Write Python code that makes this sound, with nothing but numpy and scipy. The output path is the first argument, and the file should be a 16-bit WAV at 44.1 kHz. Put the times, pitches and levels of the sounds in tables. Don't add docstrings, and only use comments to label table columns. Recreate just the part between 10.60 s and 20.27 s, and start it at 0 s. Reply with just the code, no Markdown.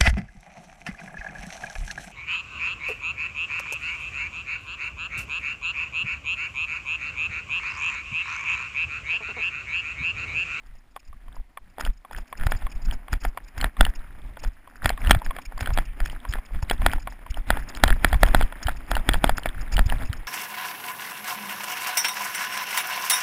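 import sys
import numpy as np
from scipy import signal
from scipy.fft import rfft, irfft
from scipy.io import wavfile
from scipy.ndimage import uniform_filter1d

SR = 44100
rng = np.random.default_rng(int(sys.argv[2]) if len(sys.argv) > 2 else 0)


def to_linear_factor(level_db):
    exponent = np.asarray(level_db, float) / 20
    return 10 ** exponent


def unload_audio(sound):
    columns = np.transpose(np.atleast_2d(sound))
    steps = np.round(np.clip(columns, -1, 1) * 32767)
    wavfile.write(sys.argv[1], SR, steps.astype(np.int16))


N = 426447
T = np.arange(N) / SR

# (time [s], peak [dB])
CASE_KNOCKS = [(1.21, -19), (1.236, -36), (1.275, -27), (1.532, -29), (1.799, -31), (1.812, -26),
               (1.836, -23.5), (1.869, -15), (1.951, -33), (2.289, -36), (2.531, -15), (2.538, -18),
               (2.98, -26.5), (3.005, -24), (3.044, -8.5), (3.21, 4.5), (3.849, -24.5), (4.246, -18.5),
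               (4.259, -3.5), (4.441, -29.5), (4.449, -23), (4.483, -34), (4.462, -24), (4.473, -22),
               (4.497, -13), (4.51, 9.5), (4.664, -23.5), (4.766, -23), (5.009, -19), (5.029, -24),
               (5.176, -10.5), (5.187, -10.5), (5.404, -19.5), (5.46, -21.5), (5.738, -16), (5.948, -30.5),
               (6.264, 1), (7.101, -31), (6.905, 0), (7.173, -23.5), (7.238, 7), (7.293, -21),
               (7.305, -9.5), (7.447, 2.5), (7.633, 5), (7.478, -34), (7.687, -20.5), (7.711, -26),
               (7.748, 2), (7.825, -16), (8.029, -26), (8.093, -16.5), (8.316, -7.5), (8.378, -23),
               (8.491, 1.5), (8.643, 2), (8.783, -14), (8.869, -25), (9.127, -27), (9.193, -8.5),
               (9.294, -26), (9.423, -25)]
# (time [s], blow peak [dB], tick lead [s], tick peak [dB], thump peak [dB])
SEAT_DROPS = [(1.265, -21, .013, -18, -19), (1.585, -26.5, 0.02, -30.5, -26.5),
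              (1.921, -11.5, 0.012, -45, -16), (2.023, -28.5, 0.01, -42, -18.5),
              (2.325, -25.5, .013, -23.5, -22.5), (2.651, -13.5, 0.013, -36, -19.5),
              (3.027, -21.5, .013, -13.5, -17), (3.266, -17, 0.014, -10, -15),
              (4.304, -12.5, .01, -9.5, -23.5), (4.549, -12, 0.016, -35, -18.5),
              (5.074, -16, 0.013, -21.5, -15.5), (5.531, -30, .031, -25, -38),
              (5.756, -21.5, 0.029, -23.5, -22), (6.112, -8, 0.012, -10, -13.5),
              (6.335, -12.5, 0.018, -25.5, -17.5), (6.773, -22, 0.029, -28, -25),
              (6.972, -16, .013, -40, -23), (7.283, -13, 0.01, -37, -9), (7.53, -8.5, .013, -38, -6),
              (7.678, -23, .013, -28, -11.5), (7.812, -10, .013, -41, -10),
              (8.085, -10.5, .014, -15, -18.5), (8.368, -10.5, .014, -15, -16),
              (8.543, -9.5, 0.0069, -12.5, -11), (8.695, -4, .018, -22, -13),
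              (8.859, -10, 0.024, -26, -17.5), (9.181, -14.5, 0.012, -13, -9.5),
              (9.324, -14, .023, -18, -20)]
# (time [s], peak [dB], panel tone [Hz])
PANEL_TAPS = [(0.364, -24.5, 1127), (0.53, -39, 1150), (0.683, -40, 1050), (0.767, -35, 940),
              (0.974, -25, 1110), (1.184, -21.5, 726), (1.198, -22, 900), (1.45, -31.5, 1100),
              (1.512, -26.5, 840), (1.728, -22.5, 1075), (2.068, -24.5, 1080), (2.483, -30.5, 1070),
              (2.775, -20, 1054), (3.169, -29.5, 1130), (3.772, -26.5, 895), (3.839, -25, 840),
              (4.076, -33, 1020), (4.377, -27, 1160), (4.619, -24, 920), (4.709, -19, 1070),
              (4.787, -24.5, 1070), (4.923, -27.5, 790), (4.978, -28, 1040), (5.105, -23, 1070),
              (5.652, -24.5, 1040), (5.786, -30.5, 1070), (6.027, -24, 915), (6.219, -20, 1040),
              (6.383, -29, 830), (6.474, -18, 1065), (6.665, -29.5, 1000), (7.544, -16, 1070),
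              (7.925, -24, 894), (8.556, -20, 890)]
# (time [s], peak [dB])
CLIP_TICKS = [(4.517, -7), (4.473, -17.5), (7.151, -27), (7.28, -12.5), (7.665, -25), (7.83, -22.5),
              (9.531, -20.5)]
# (time [s], peak [dB])
LATCH_BUZZES = [(0.069, -54), (0.401, -45.5), (0.455, -54), (0.482, -52), (0.76, -48), (1.21, -29.5),
                (1.265, -39), (1.53, -40.5), (1.582, -37), (1.778, -37.5), (1.868, -35), (1.915, -33.5),
                (2.122, -37.5), (2.225, -42), (2.256, -37.5), (2.336, -37), (2.53, -30.5), (2.618, -39.5),
                (2.643, -34.5), (2.885, -41.5), (2.985, -34), (3.359, -34.5), (3.798, -41.5), (3.84, -33.5),
                (4.247, -31), (4.275, -37), (4.497, -38), (4.652, -35.5), (4.822, -40), (4.859, -34),
                (5.01, -26.5), (5.141, -31), (5.459, -32), (5.477, -37), (5.521, -43), (5.695, -40),
                (5.713, -37), (5.738, -42), (5.861, -42), (6.03, -32.5), (6.33, -38), (6.506, -43),
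                (6.709, -30.5), (6.774, -43), (7.094, -33), (7.167, -35.5), (7.612, -38), (7.68, -36),
                (7.775, -38), (8.035, -26.5), (8.171, -38.5), (8.313, -29), (8.777, -28.5), (9.017, -35.5),
                (9.127, -30), (9.141, -27.5), (9.266, -31), (9.318, -39), (9.477, -41), (9.538, -41),
                (9.574, -43)]
# (time [s], peak [dB], swing pace [Hz])
JOLT_SWINGS = [(0.49, -32, 30), (0.553, -32.5, 28.3), (0.796, -25, 35.8), (1.247, -26, 83),
               (1.828, -18.5, 24.1), (1.868, -12.5, 110), (1.899, -28, 63), (2.16, -25, 48.4),
               (2.531, -20, 102), (2.561, -23.5, 45.2), (2.981, -23, 87), (3.384, -26, 27.3),
               (3.869, -15, 45), (4.255, -11, 100), (4.484, -10, 41), (4.566, -12, 130),
               (4.68, -17.5, 33.2), (4.878, -30, 45), (4.958, -25, 45), (5.026, -18.5, 97),
               (5.053, -22, 52), (5.128, -16, 91), (5.159, -20, 29), (5.202, -15.5, 45),
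               (5.424, -13.5, 43.4), (5.56, -30, 40), (5.697, -20.5, 89), (6.032, -16, 105),
               (6.207, -22, 38), (6.708, -21.5, 78.4), (7.535, -11.5, 81), (8.062, -15.5, 86),
               (9.048, -26.5, 35), (9.137, -20, 60), (9.163, -19, 105), (9.265, -14, 105), (9.443, -17, 47),
               (9.502, -15, 111)]
# (delay [s], level against the knock's thump [dB], swing pace [Hz])
KNOCK_SWINGS = [(.004, -2, 64.6), (.03, -2.5, 70)]

# (tone [Hz], time to fade by 60 dB [s], relative level [dB])
CASE_TONES = [(284, 0.031, -5), (726, 0.014, 3.5), (1482, 0.06, 0), (1711, 0.056, -0.5),
              (2224, 0.026, -6.5), (3408, 0.064, -7), (3785, 0.0072, -4.5), (4775, 0.02, -14.5)]
CLIP_TONES = [(3060, 0.016, -11.5), (1760, 0.0037, -6), (4280, 0.0028, -6.5)]
# (tone [Hz], time to fade by 60 dB [s], relative level [dB])
LATCH_TONES = [(5040, 0.0013, -3), (5140, 0.0083, 16.5), (2520, 0.0088, 11.5)]

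# (time [s], level [dB])
TYRE_LEVEL = [(0.0, -65.5), (1.78, -60), (1.94, -52), (2.48, -57.5), (3.2, -54.5), (4.12, -60), (4.47, -52),
              (5.84, -53.5), (6.22, -52), (6.49, -56), (7.59, -49.5), (8.11, -48.5), (8.7, -50),
              (8.92, -50.5), (9.4, -46), (9.67, -54.5)]
# (frequency [Hz], relative level [dB per Hz])
RUMBLE_COLOUR = [(15, 3.5), (35, 6.5), (60, -7), (100, -15), (240, -25.5), (450, -58.5)]
# (frequency [Hz], relative level [dB per Hz])
HISS_COLOUR = [(120, -3.5), (260, 11.5), (450, -3), (700, 3.5), (2300, -2.5), (3200, -13.5), (4200, -30),
               (5200, -14.5), (5900, -33)]
# (frequency [Hz], relative level [dB per Hz])
SCUFF_COLOUR = [(1300, -40), (1800, 2.5), (2400, -3.5), (3300, -11), (4500, -41)]

HARD_DB = -10.5


def knocks():
    rebound_s, rebound_db = 0.021, -30
    rebounds = [(s + rebound_s, db + rebound_db) for s, db in CASE_KNOCKS if db >= HARD_DB]

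    def body(row, chance):
        return ring(case(row[1]), chance, 0.003)

    return clatter(CASE_KNOCKS + rebounds, body, 0.00054, -34.5, -41.5)


def seatings():
    seat_hz, spread = 759, 0.052
    drift = rng.standard_normal(len(SEAT_DROPS))
    rows = [(row[0], row[1], seat_hz * (1 + spread * c)) for row, c in zip(SEAT_DROPS, drift)]
    return clatter(rows, panel, 0.00044, -35.5, -33)


def taps():
    late_s, less_db, pitch = 0.009, -13.5, 0.89
    tails = [(s + late_s, db + less_db, hz * pitch) for s, db, hz in PANEL_TAPS]
    return clatter(PANEL_TAPS + tails, panel, 0.0004, -38, -39)


def ticks():
    leading = [(s - lead_s, db) for s, _, lead_s, db, _ in SEAT_DROPS]

    def body(row, chance):
        return ring(CLIP_TONES, chance, 0.0026)

    return clatter(CLIP_TICKS + leading, body, 0.0016, -26, -40)


def buzzes():
    faint = []
    for s, lift in rng.random((45, 2)) * (N / SR, 1):
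        faint.append((s, rolling(s) + 3.5 + 10 * lift))

    def body(row, chance):
        return ring(LATCH_TONES, chance, 0.0021)

    return clatter(LATCH_BUZZES + faint, body, 0.0064, -7, -36)


def jolts():
    thump_db, thump_per_db = -15.5, 1.02
    seat_delay_s, seat_swing_hz = 0.026, 40.2
    hard = [(s + late_s, thump_db + thump_per_db * db + less_db, hz)
            for s, db in CASE_KNOCKS if db >= HARD_DB
            for late_s, less_db, hz in KNOCK_SWINGS]
    seats = [(row[0] + seat_delay_s, row[4], seat_swing_hz) for row in SEAT_DROPS]
    out = np.zeros(N)
    for s, db, hz in JOLT_SWINGS + hard + seats:
        u = (T[:int(3 * SR / hz)] * hz - 1) * 4
        width = np.where(u < 0, 1.1, 1.3)
        swing = -u * np.exp(-0.5 * (u / width) ** 2)
        add(out, s - 1 / hz, swing, db)
    return out


def rattles(rough_db):
    rattle = np.zeros(N)
    for tone in case(-15):
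        touches = sparks(60, 3.44)
        rattle += signal.fftconvolve(touches, ring([tone], np.zeros(20), 0.0018))[:N]
    return to_linear_factor(1.065 * rough_db + 10) * rattle


def tyre_hiss(rough_db):
    grains = sparks(800, 3)
    hiss = colour(rng.standard_normal(N) + 1.55 * grains, HISS_COLOUR)
    return hiss * to_linear_factor(rough_db + 4 + 2 * walk(89))


def snow_scuff(rough_db):
    swells_db = 4 * walk(12) + 2 * walk(60)
    return colour(rng.standard_normal(N), SCUFF_COLOUR) * to_linear_factor(rough_db - 6 + swells_db)


def rumble(rough_db, shaking):
    level = to_linear_factor(1.062 * rough_db + 22 + 4.96 * walk(16)) + 0.45 * shaking
    return colour(rng.standard_normal(N), RUMBLE_COLOUR) * level


def roughness(heavy):
    crunch_db, growth, spread_s = -26.5, 0.38, 0.045
    k = int(spread_s * SR)
    bumps = uniform_filter1d(uniform_filter1d(np.abs(heavy) ** growth, k), k)
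    steady = to_linear_factor(rolling(T) - 4 + 2.6 * walk(9))
    return 20 * np.log10(steady + to_linear_factor(crunch_db) * np.abs(bumps))


def rolling(t):
    return np.interp(t, *np.transpose(TYRE_LEVEL))


def case(db):
    return [(hz, t60, level + (0 if 1000 < hz < 3000 else 0.2 * db)) for hz, t60, level in CASE_TONES]


def panel(row, chance):
    s, db, hz = row
    tones = [(hz, 0.03, 0), (0.724 * hz, 0.03, -8), (2.046 * hz, 0.02, -12), (3.1 * hz, 0.02, -18)]
    own = ring(tones, chance, 0.0061 * (hz / 1000) ** 2)
    return own + to_linear_factor(0.35 * db) * ring(case(db), chance[20:], 0.0038)


def ring(tones, chance, free_s):
    rise_s, detune, level_spread_db = 0.00036, 0.012, 2.52
    t = T[:1000]
    y = np.zeros(len(t))
    for (hz, t60, db), louder, sharper in zip(tones, chance[:10], chance[10:20]):
        wave = np.sin(2 * np.pi * hz * (1 + detune * sharper) * t)
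        fade = np.exp(-np.log(1000) * t / t60)
        y += to_linear_factor(db + level_spread_db * louder) * wave * fade
    soft_start = 1 - np.exp(-(t / rise_s) ** 2)
    return y * soft_start / (1 + (t / free_s) ** 6)


def clatter(rows, body, grit_s, grit_db, scrape_db):
    out = np.zeros(N)
    for row, chance in zip(rows, rng.standard_normal((len(rows), 1300))):
        strike(out, row[0], row[1], body(row, chance), chance[40:], grit_s, grit_db, scrape_db)
    return out


def strike(out, s, db, body, chance, grit_s, grit_db, scrape_db):
    lead_s = 0.012
    t = T[:len(chance)] - lead_s
    grit = to_linear_factor(grit_db) * np.exp(-(t / grit_s) ** 4)
    scrape = to_linear_factor(scrape_db) * np.where(t < 0, 0.3, 1) * np.exp(-np.abs(t) / 0.0035)
    push = np.arange(len(t)) == int(lead_s * SR)
    force = chance * np.abs(chance) * (grit + scrape) + push
    add(out, s - lead_s - 0.0012, np.convolve(body, force), db)


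def add(out, s, sound, db):
    i = min(max(int(s * SR), 0), N - 1)
    out[i:i + len(sound)] += (sound * to_linear_factor(db) / np.abs(sound).max())[:N - i]


def sparks(per_second, spread_db):
    present = rng.random(N) < per_second / SR
    return present * to_linear_factor(spread_db * rng.exponential(size=N)) * rng.standard_normal(N)


def colour(x, points):
    hz, db = np.transpose(points)
    f = np.arange(N // 2 + 1) * SR / N + 1
    y = irfft(rfft(x) * to_linear_factor(np.interp(np.log(f), np.log(hz), db)), N)
    return y / np.std(y)


def walk(rate):
    k = int(SR / rate)
    steps = np.repeat(rng.standard_normal(N // k + 1), k)
    return 1.3 * uniform_filter1d(uniform_filter1d(steps, k), k)[:N]


def scene():
    heavy = knocks() + seatings()
    light = taps() + ticks() + buzzes()
    thumps = jolts()
    shaking = uniform_filter1d(np.abs(thumps), int(0.011 * SR))
    rough_db = roughness(heavy)
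    ride = rumble(rough_db, shaking) + tyre_hiss(rough_db) + snow_scuff(rough_db) + rattles(rough_db)
    return (heavy + light + thumps + ride)[None]


def low_pass(x):
    return signal.sosfilt(signal.butter(12, 16370, fs=SR, output="sos"), x)


def record(dry):
    mic_hiss_db, ceiling, top_hz = -69, 0.92, 15050
    x = dry + to_linear_factor(mic_hiss_db) * rng.standard_normal(dry.shape)
    clipped = ceiling * np.tanh(x / ceiling)
    slow = signal.resample_poly(clipped, 40, 147, axis=1)
    held = np.repeat(slow, 4, axis=1)
    x = signal.resample_poly(held, 147, 160, axis=1)[:, :N]
    x = np.pad(x, ((0, 0), (0, N - x.shape[1])))
    mix = signal.sosfilt(signal.cheby1(8, 0.5, top_hz, fs=SR, output="sos"), x)
    return low_pass(mix)


dry = scene()
out = record(dry)
unload_audio(out)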